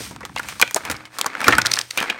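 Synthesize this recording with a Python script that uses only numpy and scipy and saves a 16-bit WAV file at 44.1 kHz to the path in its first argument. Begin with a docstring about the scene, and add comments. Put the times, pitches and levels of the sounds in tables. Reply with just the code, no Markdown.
"""A grainy slide and a dull bump come first, then snaps, as hands pull a stiff plastic blister off its card.
The shell buckles in cracks with ringing facets, crinkles as creases flip, and hisses as it slips on skin.
It pops free with a thump; then hard parts click and the empty packaging is pushed about on the desk.
Impacts are decaying filtered noise and sines, friction is random impulses, and hand rumble is low noise.
A small room and the humming desk answer the close sounds; the highest peaks overload the microphone."""
import sys
import numpy as np
from scipy import signal
from scipy.io import wavfile

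SR = 44100
rng = np.random.default_rng(int(sys.argv[2]) if len(sys.argv) > 2 else 0)


def materialize(psi):
    """Save the field psi as 16-bit PCM at rate SR to the path in sys.argv[1].

    A 1-D psi becomes a single channel; in a 2-D psi each row is a channel.
    """
    bounded = np.clip(np.atleast_2d(psi).T, -1, 1)
    quanta = np.round(bounded * 32767).astype(np.int16)
    wavfile.write(sys.argv[1], SR, quanta)


N = 96711
T = np.arange(4096) / SR  # time axis of one impact [s]
MS = T * 1000


def amp(db):
    """Decibel law: level to amplitude ratio."""
    return 10 ** (np.asarray(db) / 20)


def unit(x):
    """Root-mean-square normalisation: scales to rms 1."""
    return x / np.sqrt(np.mean(x ** 2) + 1e-20)


def blow(x, size=441):
    """Onset normalisation: scales an impact to rms 1 over its first 10 ms."""
    return x / np.sqrt(np.mean(x[:size] ** 2) + 1e-20)


def level(curve):
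    """Amplitude envelope: gain at every sample, interpolated in decibels."""
    return amp(np.interp(np.arange(N) / SR, *np.transpose(curve)))


def add(mix, s, sound):
    """Superposition: adds a sound to the mix in place, starting at s seconds."""
    part = mix[max(round(s * SR), 0):][:len(sound)]
    part += sound[:len(part)]


def colour(x, tone, size=4096):
    """Minimum-phase filtering: the Hilbert transform of the log gain supplies a causal phase."""
    hz, db = np.transpose(tone)
    bins_hz = abs(np.fft.fftfreq(size, 1 / SR)) + 1
    log_gain = np.log(amp(np.interp(np.log(bins_hz), np.log(hz), db)))
    response = np.exp(np.conj(signal.hilbert(log_gain)))
    taps = np.fft.ifft(response).real[:size // 2]
    return signal.fftconvolve(x, taps)[:len(x)]


def burst(decay_ms):
    """High modal density: many crowded modes decay together like exponentially damped noise."""
    return rng.standard_normal(len(T)) * np.exp(-MS / decay_ms)


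def rise(ms):
    """Exponential build-up: the soft onset of an impact."""
    return 1 - np.exp(-MS / ms)


def grains(per_s, spread_db):
    """Random impulse process: sparse tiny events of either sign, a few of them large."""
    size = amp(spread_db * np.minimum(rng.exponential(1, N), 4))
    happens = rng.random(N) < per_s / SR
    return size * rng.choice([-1, 1], N) * happens


# Strength of the handling rumble: (time [s], level [dB])
RUMBLE_LEVEL = [(0.4, -44.5), (0.78, -57.5), (0.92, -40.5), (1.1, -65), (1.47, -62), (1.55, -31.5),
                (1.87, -63), (2.18, -70)]
# Spectrum of the rumble: (frequency [Hz], relative level [dB per Hz])
RUMBLE_SPECTRUM = [(35, -28), (63, -1), (130, -1), (260, -5), (10000, -105)]


def rumble():
    """Low-frequency noise: moving hands give random motion weighted to the bass."""
    return level(RUMBLE_LEVEL) * unit(colour(rng.standard_normal(N), RUMBLE_SPECTRUM))


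ROOM_DB, ROOM_SPLIT_HZ = -18.5, 4600
ROOM_T60_S, ROOM_TREBLE_T60_S, ROOM_TREBLE_DB = 0.26, 0.15, -8


def room(x):
    """Reverberation: sparse reflections decay exponentially, the treble faster than the bass."""
    t = np.arange(SR // 2) / SR
    arrives = rng.random(len(t)) < 3000 / SR  # reflections per second
    taps = rng.choice([-1, 1], len(t)) * arrives * (t > .004)
    low = signal.sosfilt(signal.butter(2, ROOM_SPLIT_HZ, fs=SR, output="sos"), taps)
    high = signal.sosfilt(signal.butter(2, ROOM_SPLIT_HZ, "high", fs=SR, output="sos"), taps)
    fade = amp(-60 * t / ROOM_T60_S)
    treble_fade = amp(ROOM_TREBLE_DB - 60 * t / ROOM_TREBLE_T60_S)
    tail = low * fade - high * treble_fade  # opposite signs avoid a notch at the split
    return amp(ROOM_DB) * signal.fftconvolve(x, tail / np.linalg.norm(taps * fade))[:N]


# Modes of the desk: (frequency [Hz], initial level [dB], 60 dB decay time [s])
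DESK_MODES = [(120, -19.5, 0.67), (311.9, -17, 0.47)]


def desk_hum():
    """Modal resonance: the low modes of the desk ring as damped sines."""
    t = np.arange(SR) / SR
    return sum(amp(db - 60 * t / t60) * np.sin(2 * np.pi * hz * t) for hz, db, t60 in DESK_MODES)


# The hands and the freed toy bump the desk: (time [s], level [dB])
DESK_BUMPS = [(.005, -34), (0.11, -37), (.232, -37.5), (.898, -31), (1.26, -39), (1.483, -16)]
# Spectrum of a bump: (frequency [Hz], relative level [dB per Hz])
BUMP_SPECTRUM = [(15, -28), (100, -5.5), (200, -4.5), (330, 1), (600, -3.5), (8000, -81)]
THUMP_MS = 9.9  # decay time constant


def thumps():
    """Soft impact: a dull push spends its energy at low frequencies and sets the desk humming."""
    out = np.zeros(N)
    for s, db in DESK_BUMPS:
        push = blow(colour(burst(THUMP_MS), BUMP_SPECTRUM))
        add(out, s, amp(db) * push)
        add(out, s, amp(db) * desk_hum())
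    return out


# Plastic slides over plastic and skin: (time [s], level [dB])
SLIDE_LEVEL = [(0.06, -35), (0.19, -61), (0.33, -55.5), (0.5, -39.5), (0.58, -46), (0.92, -48.5),
               (1.1, -64.5), (1.15, -46), (1.34, -57.5), (1.47, -35), (1.64, -53.5), (1.74, -34),
               (1.87, -49.5), (2.01, -38.5), (2.14, -60)]
# Spectrum of the sliding, also of the graze before a click: (frequency [Hz], relative level [dB per Hz])
SLIDE_SPECTRUM = [(500, -8.5), (2500, 4), (6000, 4.5), (7500, -1), (8700, 6), (10300, -6.5), (12500, -5.5),
                  (16000, -10)]
SLIPS_PER_S, SLIP_SPREAD_DB = 3500, 1


def slide():
    """Friction noise: dense microscopic slips merge into a grainy hiss."""
    return level(SLIDE_LEVEL) * unit(colour(grains(SLIPS_PER_S, SLIP_SPREAD_DB), SLIDE_SPECTRUM))


# Fine crinkling of shell and card: (time [s], level of the crease rings [dB])
CRINKLE_LEVEL = [(0.0, -45), (0.19, -50.5), (0.255, -45), (0.315, -56.5), (0.5, -38), (0.58, -46.5),
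                 (0.66, -47), (0.73, -51.5), (0.89, -30), (1.1, -52), (1.17, -36.5), (1.38, -35.5),
                 (1.48, -19.5), (1.63, -30), (1.8, -34.5), (1.86, -52.5), (1.95, -43.5), (1.98, -27),
                 (2.08, -25), (2.17, -37.5)]
# Spectrum of the crease rings: (frequency [Hz], relative level [dB per Hz])
CRINKLE_SPECTRUM = [(100, -16), (220, -2), (700, 0), (1300, 5), (2400, 0), (3500, -9.5), (16000, -42)]
CREASES_PER_S, CREASE_SPREAD_DB, CREASE_MS = 600, 3.7, 2.8
CREASE_TICK_DB = -17.5  # the bright ticks, relative to the rings


def crinkle(count=12):
    """Crease instability: small facets flip at random, each giving a bright tick and a short ring."""
    flips = [grains(CREASES_PER_S / count, CREASE_SPREAD_DB) for _ in range(count)]
    # every facet keeps one ring of its own
    rings = sum(signal.fftconvolve(train, burst(CREASE_MS))[:N] for train in flips)
    ticks = signal.fftconvolve(sum(flips), burst(CRACK_MS))[:N]
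    ring_part = unit(colour(rings, CRINKLE_SPECTRUM))
    tick_part = amp(CREASE_TICK_DB) * unit(colour(ticks, CRACK_SPECTRUM))
    return level(CRINKLE_LEVEL) * (ring_part + tick_part)


# Stiff edges and small hard parts tick together: (time [s], level [dB])
EDGE_CLICKS = [(0.384, -33), (0.9656, -38.5), (1.4765, -34), (1.509, -30), (1.552, -28), (1.6173, -21.5),
               (1.6596, -18.5), (1.6672, -17.5), (1.7164, -17.5), (1.7373, -14.5), (1.757, -28),
               (1.767, -28), (1.7891, -18), (1.813, -25), (1.9088, -25.5)]
# Spectrum of a click: (frequency [Hz], relative level [dB per Hz])
CLICK_SPECTRUM = [(700, -26), (2000, 1.5), (2900, -5.5), (4200, 6), (5700, 2.5), (16000, -25.5)]
CLICK_MS, CLICK_RISE_MS = 1.05, 0.41  # time constants
GRAZE_DB, GRAZE_MS = -8, 3.5  # level relative to the click; lead, rise and decay time


def clicks():
    """Hard contact: edges graze, then a brief contact radiates a dry, broadband knock."""
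    out = np.zeros(N)
    for s, db in EDGE_CLICKS:
        knock = blow(colour(burst(CLICK_MS) * rise(CLICK_RISE_MS), CLICK_SPECTRUM))
        add(out, s, amp(db) * knock)
        graze = blow(colour(burst(GRAZE_MS) * rise(GRAZE_MS), SLIDE_SPECTRUM))
        add(out, s - GRAZE_MS / 1000, amp(db + GRAZE_DB) * graze)
    return out


# The shell buckles:
# (time [s], ring level [dB], ring pitch [Hz], ring decay time constant [ms], crack level [dB])
BUCKLINGS = [(0.11, -39.5, 952, 14, -41), (0.1622, -38.5, 1050, 2.4, -41), (.207, -35, 1140, 7.7, -46),
             (0.231, -37, 1980, 7.4, -50), (0.2519, -36.5, 1140, 7.3, -31), (0.294, -40, 1040, 2.6, -59),
             (0.3618, -25.5, 920, 3.3, -35), (0.3628, -29, 2760, 4.3, -41), (0.3747, -27, 2140, 9.8, -42),
             (0.3952, -22.5, 1427, 4.4, -33.5), (.4315, -42, 2570, 10, -39.5), (0.4868, -36, 2355, 23, -30),
             (0.5977, -26, 1137, 7.7, -27.5), (0.6148, -18, 2410, 3.7, -11.5),
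             (0.6243, -7.5, 2416, 2.8, -19.5), (0.6261, -12.5, 1510, 3.1, -45),
             (.677, -31.5, 2620, 2.4, -39), (0.71, -38.5, 930, 3.2, -31.5), (0.7453, -17, 6900, 0.64, -29),
             (0.7607, -18.5, 650, 5.8, -23), (0.763, -24, 1230, 11, -24), (0.8517, -34, 2290, 6.7, -31.5),
             (.9, -27, 1440, 12, -26), (.913, -35, 1368, 8.2, -23.5), (1.054, -40.5, 2184, 9.3, -40.5),
             (1.186, -28, 1102, 8.3, -25), (1.2131, -23.5, 3200, 1.6, -19), (1.2446, -26, 993, 1.4, -37),
             (1.26, -21.5, 1033, 2.7, -34), (1.2637, -23.5, 1100, 3.7, -22), (1.3512, -24, 1480, 1.8, -42),
             (1.4049, -25, 1700, 3.4, -33.5), (1.415, -22.5, 1320, 3.7, -30.5),
             (1.4428, -21.5, 2406, 8.2, -28.5), (1.4817, -3.5, 1350, 3.5, -8.5),
             (1.4909, -15.5, 1510, 3.6, -34), (1.524, -12, 1824, 6.6, -36), (1.532, -15.5, 1298, 11.7, -48),
             (1.583, -8.5, 1471, 5.6, -18.5), (1.651, -18.5, 1420, 11.5, -33),
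             (1.7726, -22.5, 1696, 2.8, -48), (1.9749, -19.5, 2370, 6.6, -21.5),
             (1.9838, -20, 2460, 9.6, -52), (2.0032, -25.5, 2650, 1.1, -30.5),
             (2.0262, -28, 2400, 3.4, -29.5), (2.0984, -16.5, 2457, 4.6, -63)]
# Distinct modes of a facet: (multiple of the ring pitch [ratio], relative level [dB])
FACET_MODES = [(0.64, -7), (0.998, 13.5), (1.338, 2)]
# Spectrum of a crack before its brightness tilt: (frequency [Hz], relative level [dB per Hz])
CRACK_SPECTRUM = [(200, -14), (1000, 10), (7000, 6), (12000, -4), (16000, -9.5)]
# Spectrum of the whole shell's knock: (frequency [Hz], relative level [dB per Hz])
BODY_SPECTRUM = [(30, -47.5), (150, -7.5), (750, -0.5), (16000, -60)]
CRACK_MS, CRACK_RISE_MS = 0.44, 0.095  # time constants
CRACK_TAIL = 0.16  # amplitude share of the slower noise that follows the crack
# Tilt [dB per octave above the knee, for each dB of strength beyond the neutral level]
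CRACK_TILT, CRACK_NEUTRAL_DB, CRACK_KNEE_HZ = 0.31, -38.5, 4950
RING_RISE_CYCLES, RING_OCTAVES = 1, 0.6  # build-up time constant; half-width of the hump
RING_NOISE = 0.47  # power share of crowded modes in the ring
RING_ABOVE_DB_PER_OCTAVE, RING_BELOW_DB_PER_OCTAVE = -4.5, -4  # extra fall on either side of the pitch
BODY_DB, BODY_DB_PER_OCTAVE = -13, -2  # knock relative to a 1 kHz ring; higher facets shake the shell less
BODY_MS, BODY_RISE_MS = 5, 2.2  # time constants


def snaps():
    """Snap-through buckling: a crack, a flipped facet's swelling ring and the shell's hollow knock."""
    out = np.zeros(N)
    octaves = np.linspace(-4, 4, 33)
    hump_db = -20 * np.log10(1 + (octaves / RING_OCTAVES) ** 2)
    hump_db += RING_ABOVE_DB_PER_OCTAVE * np.maximum(octaves, 0)
    hump_db += RING_BELOW_DB_PER_OCTAVE * np.maximum(-octaves, 0)
    for s, ring_db, hz, decay_ms, crack_db in BUCKLINGS:
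        envelope = np.exp(-MS / decay_ms) * (1 - np.exp(-T * hz / RING_RISE_CYCLES))
        hump = np.c_[hz * 2 ** octaves, hump_db]
        crowd = blow(colour(rng.standard_normal(len(T)), hump) * envelope)
        sines = sum(amp(db) * np.sin(2 * np.pi * (hz * ratio * T + rng.random()))
                    for ratio, db in FACET_MODES)
        modes = blow(sines * envelope)
        ring = blow(np.sqrt(RING_NOISE) * crowd + np.sqrt(1 - RING_NOISE) * modes)

        body = blow(colour(burst(BODY_MS) * rise(BODY_RISE_MS), BODY_SPECTRUM))
        body_db = BODY_DB + BODY_DB_PER_OCTAVE * np.log2(hz / 1000)

        # stronger cracks are brighter, weaker ones duller
        tilt = CRACK_TILT * (crack_db - CRACK_NEUTRAL_DB)
        tone = [(f, db + tilt * max(np.log2(f / CRACK_KNEE_HZ), 0)) for f, db in CRACK_SPECTRUM]
        fracture = burst(CRACK_MS) + burst(decay_ms) * CRACK_TAIL
        crack = blow(colour(fracture * rise(CRACK_RISE_MS), tone))
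        add(out, s, amp(ring_db) * (ring + amp(body_db) * body) + amp(crack_db) * crack)
    return out


DESK_DB = -43  # how strongly every close sound sets the desk humming


def scene():
    """Linear superposition: close handling, the desk and room it excites, and hand rumble."""
    near = thumps() + slide() + crinkle() + clicks() + snaps()
    desk = amp(DESK_DB) * signal.fftconvolve(near, desk_hum())[:N]
    return (rumble() + room(near) + desk + near)[None]


OVERLOAD, EDGE_HZ = 1, 16000  # amplitude ceiling; upper band limit


def record(dry):
    """Saturation and band limiting: the microphone flattens the highest peaks, then loses the top treble."""
    flat = dry / (1 + (dry / OVERLOAD) ** 6) ** (1 / 6)
    lowpass = signal.firwin(401, EDGE_HZ, window=("kaiser", 8), fs=SR)
    return signal.oaconvolve(flat, lowpass[None], "same")


dry = scene()
out = record(dry)
materialize(out)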